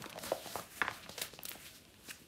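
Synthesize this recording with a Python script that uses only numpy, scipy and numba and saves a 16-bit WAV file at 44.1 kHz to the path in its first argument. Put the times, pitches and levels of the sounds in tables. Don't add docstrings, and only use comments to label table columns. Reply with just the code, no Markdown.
import sys
import numpy as np
from scipy import signal
from scipy.fft import rfft, irfft
from scipy.io import wavfile
from scipy.ndimage import uniform_filter1d
from numba import njit

SR = 44100
rng = np.random.default_rng(int(sys.argv[2]) if len(sys.argv) > 2 else 0)


def dump_mix(stems):
    frames = np.atleast_2d(stems).T
    limited = np.clip(frames, -1, 1)
    pcm = np.round(limited * 32767).astype(np.int16)
    wavfile.write(sys.argv[1], SR, pcm)


def field_ratio(decibels):
    return 10 ** (np.asarray(decibels, dtype=float) / 20)


N = 100283

# (time [s], resonance [Hz])
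SHEET_NOTE = [
    (.2,600),
    (.33,525),
    (.5,703),
    (1.0,720),
    (1.15,590),
]


def level(x):
    return x / np.sqrt(np.mean(x ** 2))


@njit
def svf(x, hz, ratio):
    y, band_state, low_state = np.empty(len(x)), 0., 0.
    for i in range(len(x)):
        g = np.tan(np.pi * hz[i] / SR)
        v = (band_state + g * (x[i] - low_state)) / (1 + g * (g + ratio))
        band_state = 2 * v - band_state
        low_state = low_state + 2 * g * v
        y[i] = ratio * v
    return y


def band(x, hz, ratio):
    hz = np.clip(hz + np.zeros(len(x)), 20, 0.42 * SR)
    once = svf(x, hz, float(ratio))
    return svf(once, hz, float(ratio))


def colour(x, table):
    f = np.fft.rfftfreq(len(x), 1 / SR) + 1
    hz, db = np.array(table).T
    gain = field_ratio(np.interp(np.log(f), np.log(hz), db))
    return level(irfft(rfft(x) * gain, len(x)))


def curve(table, axis):
    table = np.array(table)
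    return np.interp(np.arange(N) / SR, table[:, 0], table[:, axis])


def walk(rate):
    k = int(SR / rate)
    steps = np.repeat(rng.standard_normal(N // k + 1), k)
    return 1.7 * uniform_filter1d(uniform_filter1d(steps, k), k)[:N]


def grit(scatter_db):
    return level(rng.standard_normal(N) * field_ratio(scatter_db * rng.exponential(size=N)))


def add(out, s, x):
    i = int(s * SR)
    out[i:i + len(x)] += x[:N - i]


def bursts(table, scatter_db, attack_share):
    snap_hz, treble_hz = 4350, 9440
    out, t = np.zeros(N), np.arange(3000) / SR
    chance = rng.standard_normal((len(table), 2, len(t)))
    for (s, db, treble_db, ms), (slips, size) in zip(table, chance):
        tau = max(ms, 0.2) / 1000
        swell = 1 - np.exp(-t / (attack_share * tau))
        run = slips * field_ratio(scatter_db * size) * swell * np.exp(-t / tau)
        mid = band(run, snap_hz * 2 ** np.clip(treble_db / 30, -1, 0.5), 2.1)
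        top = band(run, treble_hz * 2 ** np.clip(treble_db / 20, 0, 0.5), 1.3)
        mid, top = mid / np.abs(mid).max(), top / np.abs(top).max()
        add(out, s, field_ratio(db) * (mid + field_ratio(treble_db - 0.5) * top))
    return out


def room_air():
    # (frequency [Hz], level [dB per Hz])
    air_colour = [(15, -37), (25, 7.5), (117, 0), (317, -0.5), (1260, -29), (2760, -10.5), (6050, -25),
                  (12200, -25), (16000, -67)]
    return colour(rng.standard_normal(N), air_colour) * field_ratio(-61)


def flex():
    # (time [s], level [dB], centre [octaves above 500 Hz])
    bending = [(0,-52.5,0.6),(.12,-56.5,1.2),(.21,-62,0.3),(.27,-49.5,1.18),(.36,-62,1.25),(.52,-60,0.22),(.6,-57.5,0.64),(.68,-77,1.3),(.8,-67,0.24),(.9,-53,1.6),(1.01,-65,1.44),(1.15,-65,0.56),(1.25,-58,1.7),(1.3,-70.5,1.3),(1.6,-68.5,0.72),(1.8,-76,0.58),(2.1,-67.5,0.7),(2.27,-73.5,0.77)]
    hz, slips = 500 * 2 ** curve(bending, axis=2), grit(1.58)
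    wide = level(band(slips, hz * 2 ** (0.057 * walk(24.6)), 1.2))
    ring_hz = curve(SHEET_NOTE, axis=1) * 2 ** (0.06 * walk(10))
    ring = level(band(slips, ring_hz, 0.25)) * field_ratio(-5)
    thud = level(band(grit(3), 150, 1.4)) * field_ratio(-3)
    crackle = wide * field_ratio(2 * walk(50)) + ring * field_ratio(2 * walk(35)) + thud * field_ratio(2 * walk(25))
    return field_ratio(curve(bending, axis=1)) * crackle


def pops():
    # (time [s], peak level [dB], centre [Hz], ring [ms], bass share [dB])
    buckles = [(.001,-43,154.6,18,-16),(0.0422,-32,1400,5.16,-6),(0.062,-36.5,395,7.5,-17),(0.1596,-39,610,12.2,-23),(0.1799,-32,608,6.4,-2),(.2405,-36.5,497,12,12),(0.3201,-19,567.6,4.98,-18.5),(.4605,-36.5,683,13,-5),(0.5567,-25.5,893,6.5,-0.5),(.5895,-36,734,5.7,-2),(.8164,-14.5,1535,4.39,-12),(0.8508,-31.5,1284,12.6,-6),(.8817,-19,1342,4.7,-16.5),(.9122,-32.5,1116,2.92,1),(1.0623,-39,1450,5,-4),(1.0934,-37,708,7.2,20.5),(1.1802,-38,574,10,-12),(1.2177,-36.5,546,15,-6),(1.3363,-42,384,6.7,0),(1.3903,-33.5,2630,1.467,0.5),(1.5123,-45.5,394,4.9,4),(1.5551,-41,580,7.7,7),(2.1099,-41,1770,5.2,-7),(2.2203,-50.5,192,7.4,-24)]
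    spread_oct, bass_hz, bass_oct = 0.56, 205, 1.93
    lag_cycles, tail_db, tail_s, tail_rise_s = 2.5, -26, 0.024, 0.0056
    out, t, f = np.zeros(N), np.arange(8192) / SR, np.fft.rfftfreq(8192, 1 / SR) + 1
    chance = rng.random((len(buckles), 2, 14, 1))
    flutter = rng.standard_normal((len(buckles), len(t)))
    is_echo = np.arange(14)[:, None] > 0

    def hump(centre_hz, octaves):
        return np.exp(-(np.log2(f / centre_hz) / octaves) ** 2 / 2)

    for (s, db, hz, ms, bass_db), (place, sign), noise in zip(buckles, chance, flutter):
        bend = f / np.interp(s, *np.array(SHEET_NOTE).T)
        sheet = field_ratio(-0.5) / (1 + 7j * (bend - 1 / bend))
        lag = lag_cycles / hz
        late = ms / 400 * place ** 2 * is_echo
        size = np.where(late > 0, (2 * sign - 1) * np.exp(-late * 1000 / ms), 1)
        paths = np.sum(size * np.exp(-4j * np.pi * (lag + late) * np.sqrt(hz * f)), axis=0)
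        body = hump(hz, spread_oct) * (1 + sheet)
        bass = field_ratio(bass_db + 2.5) * hump(bass_hz, bass_oct)
        ring = irfft(paths * (body + bass))
        since = np.maximum(t - lag, 0)
        fade = np.exp(-since / tail_s) * (1 - np.exp(-since / tail_rise_s))
        tail = level(band(noise ** 3, hz, 1.56)) * fade
        pop = ring / np.abs(ring).max() + field_ratio(tail_db) * tail
        add(out, max(s - lag, 0), field_ratio(db) * pop[:6000])
    return out


def snaps():
    # (time [s], peak level [dB], treble share [dB], length [ms])
    creases = [(.0212,-34,-14,2.2),(.0585,-34.5,-33,2.4),(.096,-36,-8,0.82),(.128,-38.5,-33,2.8),(.178,-42,-38,1.5),(.1875,-31.5,-16,1.7),(.236,-31.5,1,0.49),(.319,-38,-45,4.1),(.4718,-35,-10,1.7),(.5957,-35.5,-8,1.5),(.8158,-32,-21,1.8),(.8815,-53,-34,0.45),(.9114,-35.5,-11,.6),(1.0938,-32.5,-15.5,1.8),(1.1591,-59,1,0.73),(1.3378,-37,-22,1.06),(1.3899,-45,-36,0.71),(1.4335,-42,15,1.2),(1.4527,-28,-1,2.9),(1.4594,-46,14,0.61),(1.4638,-36,-11,0.38),(1.4848,-31.5,-3,0.96),(1.4878,-32,0.5,1.1),(1.4926,-40.5,19.5,0.4),(1.5083,-36.5,-0.5,1.6),(1.5163,-26.5,-28,0.24),(1.522,-41,7,.6),(1.6655,-39,-10,1.2),(1.8512,-46.5,-16,1.2),(1.9415,-42.5,-30,1.4)]
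    return bursts(creases, 4.5, 0.2)


def slide():
    # (time of peak [s], level [dB], rise [ms], fall [ms], dull share [dB])
    strokes = [(.03,-60.5,30,29,12.5),(0.256,-51,20.4,52,10.5),(0.471,-56.5,55,44,12.5),(.57,-49.5,45,19,1),(.62,-56.5,22,12,6),(0.778,-54,33,24,7),(.85,-83.5,24,160,30),(.94,-57.5,12,38,9.5),(1.036,-65.5,3.4,6.8,23.5),(1.12,-65,11,24,20),(1.246,-52,33.5,11.7,9.5),(1.35,-66,16,12,16.5),(1.53,-57,35,33,10),(1.657,-56.5,30,30,11),(1.76,-60.5,15,14,9),(1.9,-72.5,140,140,8),(2.093,-57.5,22.6,30.6,9),(2.22,-68.5,18,51,5)]
    # (frequency [Hz], level [dB per Hz])
    hiss_colour = [(880, -10.5), (1500, 2.5), (2770, -5.5), (3480, -5), (7320, -3), (10800, -2.5),
                   (13800, -3), (16000, -12.5)]
    dull_hz = 3590
    ms, wide, palm = np.arange(N) / SR * 1000, 0, 0
    for s, db, rise, fall, dull_db in strokes:
        away = ms - s * 1000
        pace = np.where(away < 0, max(rise, 2), max(fall, 2))
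        power = field_ratio(2 * db) * np.exp(-np.abs(away) / pace)
        wide = wide + power
        palm = palm + power * field_ratio(2 * dull_db)
    bright = colour(grit(1.5), hiss_colour) * field_ratio(walk(60) + 3.5)
    moving_hz = dull_hz * 2 ** (0.29 * walk(12.96))
    dull = level(band(grit(2.2), moving_hz, 0.92)) * field_ratio(walk(49.06) - 8)
    wide, palm = uniform_filter1d(wide, size=700), uniform_filter1d(palm, size=700)
    return np.sqrt(wide) * bright + np.sqrt(palm) * dull


def ripples():
    # (time of peak [s], peak level [dB], centre [Hz], half length [ms])
    waves = [(0.1283,-37,2840,0.58),(.1635,-38.5,610,3.7),(0.065,-43,1030,1.5),(.3295,-37,706,1.5),(.349,-39,746,4),(.474,-39,710,2.2),(0.557,-36.5,457,2.06),(.5645,-32.5,890,1.3),(.5795,-56,920,0.93),(.5855,-36,780,0.7),(.598,-41,460,0.99),(.5965,-36,1250,1.7),(.8165,-32.5,3630,1.1),(.8195,-23,1510,0.73),(.825,-31,880,1.04),(.855,-45,1730,2.5),(.8675,-42,2050,1.7),(.8815,-25.5,2750,0.44),(.8855,-32.5,2020,0.83),(.8875,-38,534,2.3),(0.8232,-31.5,422,1.7),(.9125,-36,910,0.3),(1.1835,-42,1600,.3),(1.2195,-45,1470,0.42),(1.232,-45,666,3.5),(1.254,-41.5,784,0.25),(1.3905,-34.5,2740,0.76),(1.391,-43,745,1.04),(1.4545,-39,1500,0.49),(1.454,-39,4350,1.3),(1.455,-44,500,0.92),(2.086,-49,3140,0.69),(2.088,-41,288,1),(2.0935,-52,2620,1.1),(2.108,-36,2040,0.54),(2.112,-36.5,2800,0.79),(2.1117,-41,1640,1.8),(2.1054,-38,2620,.8)]
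    sag = 0.074
    out, t = np.zeros(N), np.arange(-512, 512) / SR
    for (s, db, hz, ms), turn in zip(waves, rng.random(len(waves))):
        u = t * 1000 / max(ms, 0.1)
        swell = np.exp(-u ** 2 / 2 * (1 + 2 * (u < 0)))
        cycles = turn + hz * t * (1 - sag * np.tanh(u / 2))
        add(out, s + t[0], field_ratio(db) * swell * np.sin(2 * np.pi * cycles))
    return out


def scuffs():
    # (time [s], peak level [dB], treble share [dB], length [ms])
    skids = [(.097,-40,-4.5,6.4),(.188,-50,7,12),(1.095,-39,-9,3.9),(1.1785,-30,-17,6),(1.19,-38,-1.5,13),(1.2162,-24.5,-6,5),(1.223,-34.5,4,6.8),(1.455,-49,7,17),(1.487,-55,13,16),(2.078,-39,-29,20),(2.0925,-39,-9,7.2),(2.1075,-34.5,-1.5,4.1)]
    return bursts(skids, 5, 0.3)


def ticks():
    # (time [s], peak level [dB], treble share [dB], length [ms])
    more_creases = [(.157,-44,-12,1.4),(.528,-39,-17,1),(1.0306,-51,-20,1.9),(1.2151,-24,-16,0.47),(1.2176,-23.5,-1,1.7),(1.2345,-37,-17,0.7),(1.2418,-42,4,1),(1.503,-55,5,.8),(1.5335,-43,6,.4),(2.084,-45.5,-4,5),(2.098,-47,5,1.5),(2.1043,-39,-2,.6),(2.11,-39,-12,0.64),(2.196,-56.5,5,1.2)]
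    return bursts(more_creases, 4.5, 0.2)


def room(x):
    t60_s, echo_db, top_hz = 0.37, -15.5, 5000
    t = np.arange(SR // 2) / SR
    fade = np.exp(-np.log(1000) * t / t60_s) * (t > 0.004)
    tail = rng.standard_normal(len(t)) * fade
    tail = signal.lfilter(*signal.butter(1, top_hz, fs=SR), tail)
    return signal.fftconvolve(x, tail / np.sqrt(np.sum(tail ** 2)))[:N] * field_ratio(echo_db)


def scene():
    air = room_air()
    paper = flex() + pops() + snaps() + slide() + ripples() + scuffs() + ticks()
    return np.tile(paper + room(paper) + air, (2, 1))


def band_limit(x):
    return signal.sosfilt(signal.butter(12, 16500, fs=SR, output="sos"), x)


def record(dry):
    low_cut = signal.butter(4, 55, "high", fs=SR, output="sos")
    top_cut = signal.ellip(10, 1, 45, 15750, fs=SR, output="sos")
    thin = signal.sosfilt(low_cut, dry)
    return band_limit(signal.sosfilt(top_cut, thin))


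dry = scene()
out = record(dry)
dump_mix(out)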